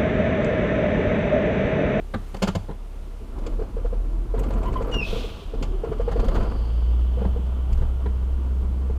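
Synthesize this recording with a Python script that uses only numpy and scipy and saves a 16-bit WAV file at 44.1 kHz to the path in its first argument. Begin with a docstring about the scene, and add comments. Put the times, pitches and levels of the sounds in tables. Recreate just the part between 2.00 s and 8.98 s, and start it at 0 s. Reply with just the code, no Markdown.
"""First you hear the low boom of an idling engine inside a car, soon joined by clacks of loose plastic.
The car pulls away: the boom climbs with the engine's firing rate and the transmission whines.
Filtered noise makes the tyre rumble and street wash; short ringing tones and noise make the bumps.
Outside, a lorry's air brake groans, squeals with a falling pitch and hisses."""
import sys
import numpy as np
from scipy import signal
from scipy.fft import rfft, irfft
from scipy.io import wavfile
from scipy.ndimage import uniform_filter1d

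SR = 44100
rng = np.random.default_rng(int(sys.argv[2]) if len(sys.argv) > 2 else 0)


def wrap_up_sound(samples):
    """Save the sound to the file named by the first command line argument, as 16-bit audio."""
    columns = np.atleast_2d(samples).T
    # keep every value between -1 and 1, then stretch to whole-number steps
    tamed = np.clip(columns, -1, 1)
    steps = np.round(tamed * 32767).astype(np.int16)
    wavfile.write(sys.argv[1], SR, steps)


N = 307818
TIME = np.arange(N) / SR

# engine speed: (time [s], firing rate [Hz])
FIRING_RATE = [(0, 35.15), (1.4, 34.85), (2.0, 39.54), (2.82, 45.14), (3.35, 36.5), (3.85, 36.8),
               (4.08, 44.6), (4.55, 54.6), (4.92, 59.46), (5.7, 63.58), (6.98, 65.13)]
# presses of the accelerator: (time [s], held [s], boom above idle [dB])
THROTTLE_PRESSES = [(1.38, 1.35, 10), (3.5, 3.65, 10.5)]
THROTTLE_RISE_S, THROTTLE_FALL_S = 0.23, 0.38
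# brief dips of the boom: (time [s], half length [s], change [dB])
BOOM_SAGS = [(1.697, 0.035, -14), (2.262, 0.021, -12), (3.384, 0.15, -4), (3.826, 0.1, -5)]
IDLE_BOOM_DB = -33.5   # before the cabin lift and the wavering
BOOM_HZ, BOOM_WIDTH_HZ, BOOM_LIFT_DB = 59.47, 1.1, 5.5   # the cabin booms most at this firing rate
LABOUR_DB, SMOOTH_ABOVE_HZ = 5, 45.4   # at low revs under load the boom wavers more

# swells of transmission whine: (time [s], length [s], first pitch [Hz], last pitch [Hz], peak level [dB])
WHINE_SWELLS = [(1.33, 0.31, 324, 309, -42), (1.95, 0.52, 313.4, 346, -45),
                (3.6, 0.349, 366.3, 396.6, -37.5)]
# breathy whistles under load: (pitch [Hz], time [s], held [s], attack [s], fall by 60 dB [s], level [dB])
LOAD_WHISTLES = [(3063, 2.97, 2.24, 1.22, 9.5, -59), (4560, 3.87, 0.76, 0.37, 2.2, -60)]

# loose plastic clacks: (time [s], level before an 8 dB cut [dB], treble against bass [dB],
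# lift of the hollow middle [dB], length against a usual clack [ratio])
PLASTIC_CLACKS = [(.137, -16.5, -12, 7.5, 0.86), (.342, -21.5, -5, 3.5, 0.6), (.365, -31, -.5, -4, 0.49),
                  (.419, -10.5, 0, -1.5, 1.26), (.471, -13.5, -2, 1.5, 1.16),
                  (.549, -13.5, -4.5, -1.5, 0.8), (.683, -22.5, -20, 2.5, 1.3), (.708, -26.5, -14, 1, 0.59),
                  (1.462, -31, 5.5, 0, 0.66), (2.376, -21, -16, 0, 0.76), (2.503, -24, -9, -1, .6),
                  (2.628, -28, -20, 0, 0.76), (2.936, -22, -2, 3, 0.76), (3.623, -24, 2.5, -2, 0.96),
                  (4.11, -21.5, -9, 2.5, 1.3), (4.195, -20.5, -2.5, 1.5, 0.71),
                  (4.281, -22.5, -3, 3.5, .67), (4.312, -22, -20, 0, 0.55), (4.348, -22.5, -5.5, 2.5, 1.15),
                  (5.211, -27, -22, 2, .67), (5.246, -21.5, -22, 2, 0.78), (5.726, -42, 25, -3, 0.59),
                  (5.81, -25, -14, 3, 1.24), (6.057, -19, -19, 5, .7), (6.897, -26.5, -23, 3, 0.77)]
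# spectrum of the crunch in a clack: (frequency [Hz], level per Hz [dB])
CLACK_SPECTRUM = [(60, -8), (100, 3), (150, -7), (190, 3.5), (290, -8), (500, -2), (680, -7.5), (900, -5.5),
                  (1250, -11), (1800, -16), (3200, -15.5), (4400, -14.5), (5600, -28), (7800, -18.5),
                  (10000, -38.5), (15000, -48)]
# ringing pitches of the dashboard: (pitch [Hz], relative level [dB], fall by 60 dB [s])
DASHBOARD_RINGS = [(96.6, 1.5, 0.27), (193, -3, 0.19), (422, -5.5, 0.13), (531, 7.5, 0.059),
                   (824, -18, 0.034), (1032, -5.5, 0.11), (1480, 4, 0.023), (2130, -10.5, 0.095),
                   (3660, -27, 0.032), (4570, -26, 0.032)]
HOLLOW_HZ, HOLLOW_OCTAVES = 1400, 0.59
RATTLE_DB, RATTLE_TREBLE_DB, RATTLE_LENGTH = 0, -6, 0.69   # small clacks; level against the road's roughness
JOSTLE_SCATTER_DB = 3.5   # spread of small clacks and faint knocks

# trim panel knocks: (time [s], knocks in the run [count], level before a 1 dB cut [dB], main pitch [Hz])
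PANEL_KNOCKS = [(1.463, 1, -25.5, 464), (1.589, 1, -24.5, 447), (1.613, 1, -22.5, 430),
                (1.765, 3, -23.5, 471), (2.338, 1, -20, 457), (2.406, 1, -26.5, 450),
                (2.806, 1, -21.5, 468), (2.87, 1, -25, 468), (2.957, 1, -25, 445), (2.894, 1, -22, 500),
                (3.126, 1, -21.5, 439), (3.159, 2, -23.5, 451), (3.534, 1, -25, 450), (3.834, 2, -17, 441),
                (3.87, 1, -25.5, 450), (3.996, 3, -15.5, 474), (4.229, 1, -20.5, 452),
                (5.17, 1, -28.5, 499.8), (5.216, 1, -24, 468), (5.359, 1, -26, 448), (6.895, 1, -28.5, 443)]
# ringing pitches of the panel: (pitch [Hz], relative level [dB], fall by 60 dB [s])
PANEL_RINGS = [(528, -4.5, 0.063), (676, -12, 0.1), (835, -15.5, 0.054), (1020, -28, 0.098),
               (1166, -27, 0.11), (1350, -37, 0.043)]
ROCK_S, RUN_ENDS_DB = .0798, -4.5   # rocking period; a longer run is quieter at its ends
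FAINT_KNOCK_DB = -0.5   # faint knocks in between, against the road's roughness

# low and round suspension thumps: (time [s], level before a 5 dB cut [dB], pitch [Hz])
SUSPENSION_THUMPS = [(0.149, -20, 223), (0.433, -16, 190), (0.484, -20, 178), (0.557, -18, 168),
                     (3.124, -21.5, 198), (5.209, -21, 196.7), (5.254, -17.5, 194), (5.806, -24, 133)]

# the two alternating ticks: (ring pitch [Hz], ring level before later gains [dB],
# body level before later gains [dB])
TICK_ENDS = [(12400, -47.5, -50), (7260, -44.5, -43.5)]
TICK_START_S, TICK_GAP_S, FIRST_TICK_DB = 2.388, .048, 8.5

# standing waves of the cabin: (pitch [Hz], width [Hz], level [dB])
CABIN_RESONANCES = [(545, 5.8, -7), (662, 24, -3), (991, 26, -3), (1161, 17, 1), (1396, 30, -6),
                    (2084, 22, -11)]

# brake groans: (time [s], length [s], first pitch [Hz], last pitch [Hz], peak level [dB])
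BRAKE_GROANS = [(2.635, .085, 958, 1024, -33), (2.732, 0.087, 1055, 988, -32)]
SQUEAL_S, SQUEAL_HOLD_S, SQUEAL_ATTACK_S, SQUEAL_T60_S = 2.916, 0.12, 0.021, 0.19
SQUEAL_HZ, SQUEAL_SAG_HZ_PER_S, SQUEAL_DB = 2923, 2050, -30
BREAK_S, BREAK_DROP_HZ = 3.008, 85.4   # the squeal breaks up and steps down
AIR_S, AIR_HOLD_S, AIR_ATTACK_S, AIR_T60_S, AIR_DB = 3.004, .19, 0.069, 1.16, -40.5
# spectrum of the escaping air: (frequency [Hz], level per Hz [dB])
AIR_SPECTRUM = [(1200, -22), (2100, -7.5), (2450, 0), (3300, 4), (4500, -6), (5500, -11), (7500, -17.5),
                (10000, -22), (15000, -25)]

# the car's speed: (time [s], share of cruising speed [0-1])
CAR_SPEED = [(1.2, 0), (1.6, 0.45), (4.8, 1), (6.98, 0.88)]
# rough road: (time [s], length [s], tyre roughness [dB], gritty wash [dB], body shake [dB])
ROUGH_PATCHES = [(1.295, 0.26, -39.5, -50, -39), (2.344, 0.64, -33, -40.5, -30),
                 (3.047, .14, -42, -46.5, -31), (3.522, 0.07, -33, -49.5, -42), (3.82, .4, -40, -51, -34),
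                 (4.147, 0.21, -34.5, -43.5, -24.5), (4.312, .1, -33.5, -38.5, -31),
                 (5.169, 0.09, -44, -43.5, -24), (5.675, 0.072, -47, -53, -19),
                 (6.523, 0.12, -43.5, -62, -31)]
PATCH_ATTACK_S, PATCH_T60_S = 0.059, 0.99
# tyre rumble: (level at rest [dB], level added at cruising speed [dB], power of speed [number])
TYRE_LEVELS = (-47, -43, 0.078)
# street wash: (level at rest [dB], level added at cruising speed [dB], power of speed [number])
WASH_LEVELS = (-54.5, -50.5, 0.53)
SHAKE_REST_DB, SHAKE_CRUISE_DB = -45.5, -34   # the second is added in proportion to speed
# spectrum of the body shake: (frequency [Hz], level per Hz [dB])
SHAKE_SPECTRUM = [(12, -21), (24, 16.5), (36, 14), (50, 6), (80, 5), (120, -1), (200, -59.5)]
# spectrum of the tyre rumble: (frequency [Hz], level per Hz [dB])
RUMBLE_SPECTRUM = [(50, 12), (90, -2.5), (145, 0.5), (185, 2.5), (240, 2), (340, -2), (460, -6), (580, -27),
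                   (900, -21), (2000, -53)]
# spectrum of the street wash: (frequency [Hz], level per Hz [dB])
STREET_SPECTRUM = [(250, 0.5), (450, 9.5), (660, 4.5), (850, 2), (1050, 0.5), (1400, -3), (1850, -15),
                   (2500, -16), (3100, -18.5), (3800, -26.5), (4500, -22.5), (5400, -33), (8000, -35),
                   (15000, -67)]
# spectrum of the faint high hiss: (frequency [Hz], level per Hz [dB])
HISS_SPECTRUM = [(800, 4), (3000, 3), (4600, -3.5), (5600, -4.5), (7200, -5.5), (10000, -6.5),
                 (15000, -13.5)]
# level of the faint high hiss: (time [s], level [dB])
HISS_LEVEL = [(0, -59), (.3, -55.5), (.8, -60), (.97, -58.5), (1.7, -60), (6.98, -60.5)]

CUTOFF_HZ = 15500


def from_db(db):
    """Decibels to gain."""
    return 10 ** (np.asarray(db) / 20)


def rms_one(x):
    """Scale to an rms (average strength) of 1."""
    return x / np.sqrt(np.mean(x ** 2) + 1e-20)


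def in_time(rows):
    """Each column of a curve at every sample."""
    s, *columns = np.transpose(rows)
    return [np.interp(TIME, s, column) for column in columns]


def at_hz(points, hz):
    """Read a spectrum on a log-frequency axis."""
    f, db = np.transpose(points)
    return np.interp(np.log(np.maximum(hz, 1)), np.log(f), db)


def noise(spectrum):
    """Steady noise with the given spectrum, falling away below it; rms 1."""
    hz = np.arange(N // 2 + 1) * SR / N
    skirt = np.minimum(hz / spectrum[0][0], 1) ** 2
    white = rfft(rng.standard_normal(N))
    return rms_one(irfft(white * skirt * from_db(at_hz(spectrum, hz)), N))


def drift(rate):
    """Smooth chance that changes about rate times a second; spread 1."""
    size = 2 ** 16
    hz = np.arange(size // 2 + 1) * SR / N
    slow = irfft(rfft(rng.standard_normal(size)) / (1 + (hz / rate) ** 2) ** 2, size)
    return np.interp(np.linspace(0, size - 1, N), np.arange(size), rms_one(slow))


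def phase_of(hz):
    """Running phase of a moving pitch."""
    return 2 * np.pi * np.cumsum(hz) / SR


def add(out, s, sound):
    """Mix a short sound in at time s."""
    i = max(int(s * SR), 0)
    out[i:i + len(sound)] += sound[:N - i]


def swell(t, rise):
    """A contact that builds up and dies away; height 1 after two rise times."""
    return (t / (2 * rise)) ** 2 * np.exp(2 - t / rise)


def random_sine(hz, t):
    """A steady sine that starts anywhere in its cycle."""
    return np.sin(2 * np.pi * (hz * t + rng.random()))


def envelope(s, held, attack, t60):
    """Opens at s over the attack time and dies away once the held time is over; height 1."""
    fall = from_db(-60 * np.clip((TIME - s - held) / t60, 0, 3))
    return np.clip((TIME - s) / attack, 0, 1) * fall


def tone(hz, overtones_db, width_hz, rough):
    """A tone with overtones; rough (0-1) is the share that turbulence spreads into a narrow band."""
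    phase, rough = phase_of(hz + np.zeros(N)), np.clip(rough, 0, 1)
    spread = np.sqrt(rough / 2)
    wave = 0
    for k, db in enumerate([0, *overtones_db], 1):
        in_step = (np.sqrt(1 - rough) + spread * drift(width_hz * k)) * np.sin(k * phase)
        out_of_step = spread * drift(width_hz * k) * np.cos(k * phase)
        wave = wave + from_db(db) * (in_step + out_of_step)
    return np.sqrt(2) * wave


def glides(rows):
    """Pitch and gain of a row of notes; each slides evenly while it swells and fades."""
    points = [point for s, length, first, last, _ in rows for point in ((s, first), (s + length, last))]
    hz, = in_time(points)
    gain = sum(from_db(db) * np.sin(np.pi * np.clip((TIME - s) / length, 0, 1)) ** 2
               for s, length, _, _, db in rows)
    return hz, gain


def jostles(rough, level_db, count):
    """Random moments (time [s], level [dB]), stronger where the road is rougher."""
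    times = (np.arange(count) + rng.random(count)) / count * TIME[-1]
    road_db = 20 * np.log10(np.interp(times, TIME, rough) + from_db(TYRE_LEVELS[0]))
    return list(zip(times, road_db + level_db + JOSTLE_SCATTER_DB * rng.standard_normal(count)))


def throttle():
    """How far each press of the accelerator lifts the boom, in dB."""
    push_db = 0
    for s, held, db in THROTTLE_PRESSES:
        rising = (TIME - s) / THROTTLE_RISE_S
        falling = 1 - (TIME - s - held) / THROTTLE_FALL_S
        push_db = push_db + db * np.clip(np.minimum(rising, falling), 0, 1)
    return push_db


def engine(second_db=-43, third_db=-54):
    """Each firing pushes the cabin air, so the boom follows the firing rate, harder under throttle."""
    hz, = in_time(FIRING_RATE)
    push_db = throttle()
    lift_db = BOOM_LIFT_DB / (1 + ((hz - BOOM_HZ) / BOOM_WIDTH_HZ) ** 2)
    low_revs = np.clip((SMOOTH_ABOVE_HZ - hz) / 10, 0, 1)
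    waver_db = 0.69 + LABOUR_DB * push_db / push_db.max() * low_revs
    sag_db = sum(db * np.exp(-((TIME - s) / half) ** 2) for s, half, db in BOOM_SAGS)
    phase = phase_of(hz * (1 + 0.0074 * drift(12.4)))
    boom_db = IDLE_BOOM_DB + push_db + sag_db + lift_db + waver_db * np.tanh(drift(18))
    boom = from_db(boom_db) * np.sin(phase)
    overtones = sum(from_db(db + 2.0 * drift(4.9)) * np.sin(k * phase)
                    for k, db in ((2, second_db), (3, third_db)))
    # the faster the revs climb, the stronger the overtones
    climb_hz_per_s = uniform_filter1d(np.gradient(hz) * SR, size=SR // 3)
    load = np.interp(climb_hz_per_s, [0, 12], [.25, 1])
    return np.sqrt(2) * (boom + load * overtones)


def drivetrain():
    """The transmission whines in short swells; two breathy whistles come up under load."""
    hz, gain = glides(WHINE_SWELLS)
    out = gain * tone(hz, overtones_db=[-18], width_hz=52.0, rough=0.91)
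    for hz, s, held, attack, t60, db in LOAD_WHISTLES:
        whistle = tone(hz, overtones_db=[], width_hz=640, rough=0.87)
        out = out + from_db(db) * envelope(s, held, attack, t60) * whistle
    return out


def rattles(rough):
    """Small clacks among the large ones, in the same columns."""
    return [(s, db, RATTLE_TREBLE_DB, 0, RATTLE_LENGTH) for s, db in jostles(rough, RATTLE_DB, count=70)]


def clacks(rows, rise=0.0048, lag_of_lows=0.11, tail_db=-17, tail_t60=0.5, rings_db=-9):
    """Each clack is a crunch of tiny contacts: treble first, lows later, while the dashboard rings."""
    t, out = np.arange(SR // 4) / SR, np.zeros(N)
    crunch = noise(CLACK_SPECTRUM)
    edges = np.geomspace(60, 16000, 9)
    centres = np.sqrt(edges[1:] * edges[:-1])
    bands = np.array([signal.sosfilt(signal.butter(2, pair, "band", fs=SR, output="sos"), crunch)
                      for pair in zip(edges, edges[1:])])
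    treble = at_hz([(400, 0), (3000, 1.17), (6000, 1.16), (12000, 0.74)], centres)
    soft_top = at_hz([(2500, 0.32), (5000, 0.33), (12000, 0.61)], centres)
    hollow = np.exp(-(np.log2(centres / HOLLOW_HZ) / HOLLOW_OCTAVES) ** 2 / 2)
    for s, db, bright_db, hollow_db, length in rows:
        rises = (rise * length * (1000 / centres) ** lag_of_lows)[:, None]
        tail = from_db(tail_db - 60 * t / tail_t60) * (1 - np.exp(-t / rises))
        shape = swell(t, rises) + tail
        # a soft contact loses still more at the top
        tilt_db = hollow_db * hollow + bright_db * treble + min(bright_db, 0) * soft_top
        i = rng.integers(N - len(t))
        hit = from_db(tilt_db) @ (shape * bands[:, i:i + len(t)])
        for hz, ring_db, t60 in DASHBOARD_RINGS:
            strength_db = rings_db + ring_db + np.interp(hz, centres, tilt_db) + rng.normal(0, 2.5)
            hit += from_db(strength_db - 60 * t / t60) * (1 - np.exp(-t / rise)) * random_sine(hz, t)
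        loudest = np.sqrt(uniform_filter1d(hit ** 2, size=441).max())   # over 10 ms
        add(out, s, from_db(db - 8.0) * hit / loudest)
    return out


def panel_blows(rough, pitch_scatter=0.022, faint_hz=450, faint_scatter=0.11):
    """Each knock of the rocking panel, then the faint ones in between: (time [s], level [dB], pitch [Hz])."""
    blows = []
    for s, count, db, hz in PANEL_KNOCKS:
        for k in range(round(count)):
            end_db = RUN_ENDS_DB * (1 - np.sin(np.pi * (k + .5) / round(count)))
            blows.append((s + k * ROCK_S, db + end_db, hz * (1 + pitch_scatter * rng.standard_normal())))
    for s, db in jostles(rough, FAINT_KNOCK_DB, count=60):
        blows.append((s, db, faint_hz * (1 + faint_scatter * rng.standard_normal())))
    return blows


def knocks(rough, rise=0.003, ring_db=-20, ring_t60=0.41, scuff_db=-19, scuff_rise=0.007):
    """A padded trim panel rocks against its seat: a few round cycles, a scuff and a faint ring."""
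    t, out = np.arange(SR // 4) / SR, np.zeros(N)
    no_lows = signal.butter(2, 560, "high", fs=SR, output="sos")
    rubbing = rms_one(signal.sosfilt(no_lows, noise(STREET_SPECTRUM)))
    contact = (1 - np.exp(-t / rise)) ** 2
    for s, db, hz in panel_blows(rough):
        ring = from_db(ring_db - 60 * t / ring_t60) * contact
        bump = (swell(t, rise) + ring) * random_sine(hz, t)
        for mode_hz, mode_db, t60 in PANEL_RINGS:
            strength = rng.uniform(.5, 1.5)
            bump += strength * from_db(mode_db - 60 * t / t60) * contact * random_sine(mode_hz, t)
        i = rng.integers(N - len(t))
        scuff = from_db(scuff_db) * swell(t, scuff_rise) * rubbing[i:i + len(t)]
        add(out, s, from_db(db - 1) * (bump + scuff))
    return out


def thumps(rise=0.0043, tail_db=-12, t60=0.12):
    """A jolt sets the cabin air booming for a few cycles."""
    t, out = np.arange(SR // 4) / SR, np.zeros(N)
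    tail = from_db(tail_db - 60 * t / t60) * (1 - np.exp(-t / rise))
    for s, db, hz in SUSPENSION_THUMPS:
        add(out, s, from_db(db - 5.0) * (swell(t, rise) + tail) * np.sin(2 * np.pi * hz * t))
    return out


def ticks(count=13, rise=0.0034, width=0.32, body_hz=2300, body_width=0.51, ring_db=-13.0, body_db=-6):
    """Something small and hard lands on both its ends, then ticks to and fro, high and low in turn."""
    t, out = np.arange(SR // 20) / SR, np.zeros(N)
    run = [(TICK_START_S, FIRST_TICK_DB, end) for end in TICK_ENDS]
    run += [(TICK_START_S + k * TICK_GAP_S, 0, TICK_ENDS[k % 2]) for k in range(1, count)]
    for s, accent_db, (hz, peak, body) in run:
        ring_part = (hz, width, peak + ring_db + accent_db)
        body_part = (body_hz, body_width, body + body_db)
        for f, share, db in (ring_part, body_part):
            b, a = signal.iirpeak(f, 1 / share, fs=SR)
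            once = signal.lfilter(b, a, rng.standard_normal(len(t)))
            add(out, s, from_db(db) * swell(t, rise) * rms_one(signal.lfilter(b, a, once)))
    return out


def lorry_brake(flutter_db=2.0, wobble=0.0052):
    """Two short groans, then the air valve squeals, sags in pitch, breaks up and lets the air go."""
    hz, gain = glides(BRAKE_GROANS)
    groans = gain * tone(hz, overtones_db=[-24, -18], width_hz=73, rough=0.97)
    breakup = np.interp(TIME - BREAK_S, [-.03, .01], [.15, .95])
    sag_hz = SQUEAL_SAG_HZ_PER_S * np.clip(TIME - SQUEAL_S, 0, .11)
    hz = (SQUEAL_HZ - sag_hz - BREAK_DROP_HZ * (TIME > BREAK_S)) * (1 + wobble * drift(74))
    opening = envelope(SQUEAL_S, SQUEAL_HOLD_S, SQUEAL_ATTACK_S, SQUEAL_T60_S)
    gain = from_db(SQUEAL_DB + flutter_db * drift(50)) * opening
    squeal = gain * tone(hz, overtones_db=[-22], width_hz=124, rough=breakup)
    release = envelope(AIR_S, AIR_HOLD_S, AIR_ATTACK_S, AIR_T60_S)
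    air = from_db(AIR_DB + drift(40)) * release * noise(AIR_SPECTRUM)
    return groans + squeal + air


def neighbour(idle_hz=69.0, idle_db=-45):
    """A neighbour's idling engine hums steadily and fades as it is left behind."""
    fade = np.interp(TIME, [3.7, 4.4], [1, 0])
    hum = np.sqrt(2) * np.sin(2 * np.pi * idle_hz * TIME)
    return from_db(idle_db + 0.78 * drift(5.5)) * hum * fade


def patches():
    """How hard the rough patches work on the tyres, the wash and the springs, as three gains."""
    return sum(from_db(dbs)[:, None] * envelope(s, length, PATCH_ATTACK_S, PATCH_T60_S)
               for s, length, *dbs in ROUGH_PATCHES)


def car_speed():
    """Share of cruising speed at every sample."""
    return np.maximum(in_time(CAR_SPEED)[0], 1e-9) * (TIME > CAR_SPEED[0][0])


def rolling_db(levels, patch):
    """Powers at rest, from speed and from rough patches add up to one level in dB."""
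    rest, cruise, power = levels
    moving = from_db(cruise) * car_speed() ** abs(power)
    return 10 * np.log10(from_db(rest) ** 2 + moving ** 2 + patch ** 2)


def body_shake(jolts):
    """The car body shakes as deep noise, more with speed and on rough patches."""
    steady = from_db(SHAKE_REST_DB) + from_db(SHAKE_CRUISE_DB) * car_speed()
    return np.hypot(steady, jolts) * noise(SHAKE_SPECTRUM)


def tyres(rough, cavity_hz=186, cavity_db=-3):
    """Tyres rumble in lumps; the air inside them drones once they roll freely."""
    level_db = rolling_db(TYRE_LEVELS, rough)
    rumble = from_db(level_db + 2.6 * drift(40)) * noise(RUMBLE_SPECTRUM)
    cavity = rms_one(signal.lfilter(*signal.iirpeak(cavity_hz, 6, fs=SR), noise(RUMBLE_SPECTRUM)))
    drone = from_db(level_db + cavity_db) * np.interp(TIME, [4.3, 5], [0, 1]) * cavity
    return rumble + drone


def street_wash(grit):
    """Street noise comes through the glass, grainier on a rougher road, over a faint high hiss."""
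    level_db = rolling_db(WASH_LEVELS, grit)
    grain_db = np.interp(level_db, [-52, -41], [1, 3])
    wash = from_db(level_db + 1.0 + grain_db * drift(60)) * noise(STREET_SPECTRUM)
    return wash + from_db(in_time(HISS_LEVEL)[0]) * noise(HISS_SPECTRUM)


def cabin(x):
    """The closed cabin adds a few narrow resonances to the sound passed through it."""
    return x + sum(from_db(db) * signal.lfilter(*signal.iirpeak(hz, hz / width, fs=SR), x)
                   for hz, width, db in CABIN_RESONANCES)


def scene():
    """Everything as heard behind the windscreen."""
    rough, grit, jolts = patches()
    road = body_shake(jolts) + tyres(rough) + street_wash(grit)
    resonating = cabin(road + clacks(PLASTIC_CLACKS + rattles(rough)))
    bumps = knocks(rough) + thumps() + ticks()
    return (engine() + drivetrain() + resonating + bumps + lorry_brake() + neighbour())[None]


def record(dry):
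    """The sound opens and closes softly; the top is cut steeply."""
    ends = np.clip(np.minimum(TIME, TIME[-1] - TIME) / .004, 0, 1)
    top_cut = signal.ellip(10, .2, 80, CUTOFF_HZ, fs=SR, output="sos")
    return signal.sosfilt(top_cut, dry * ends)


dry = scene()
out = record(dry)
wrap_up_sound(out)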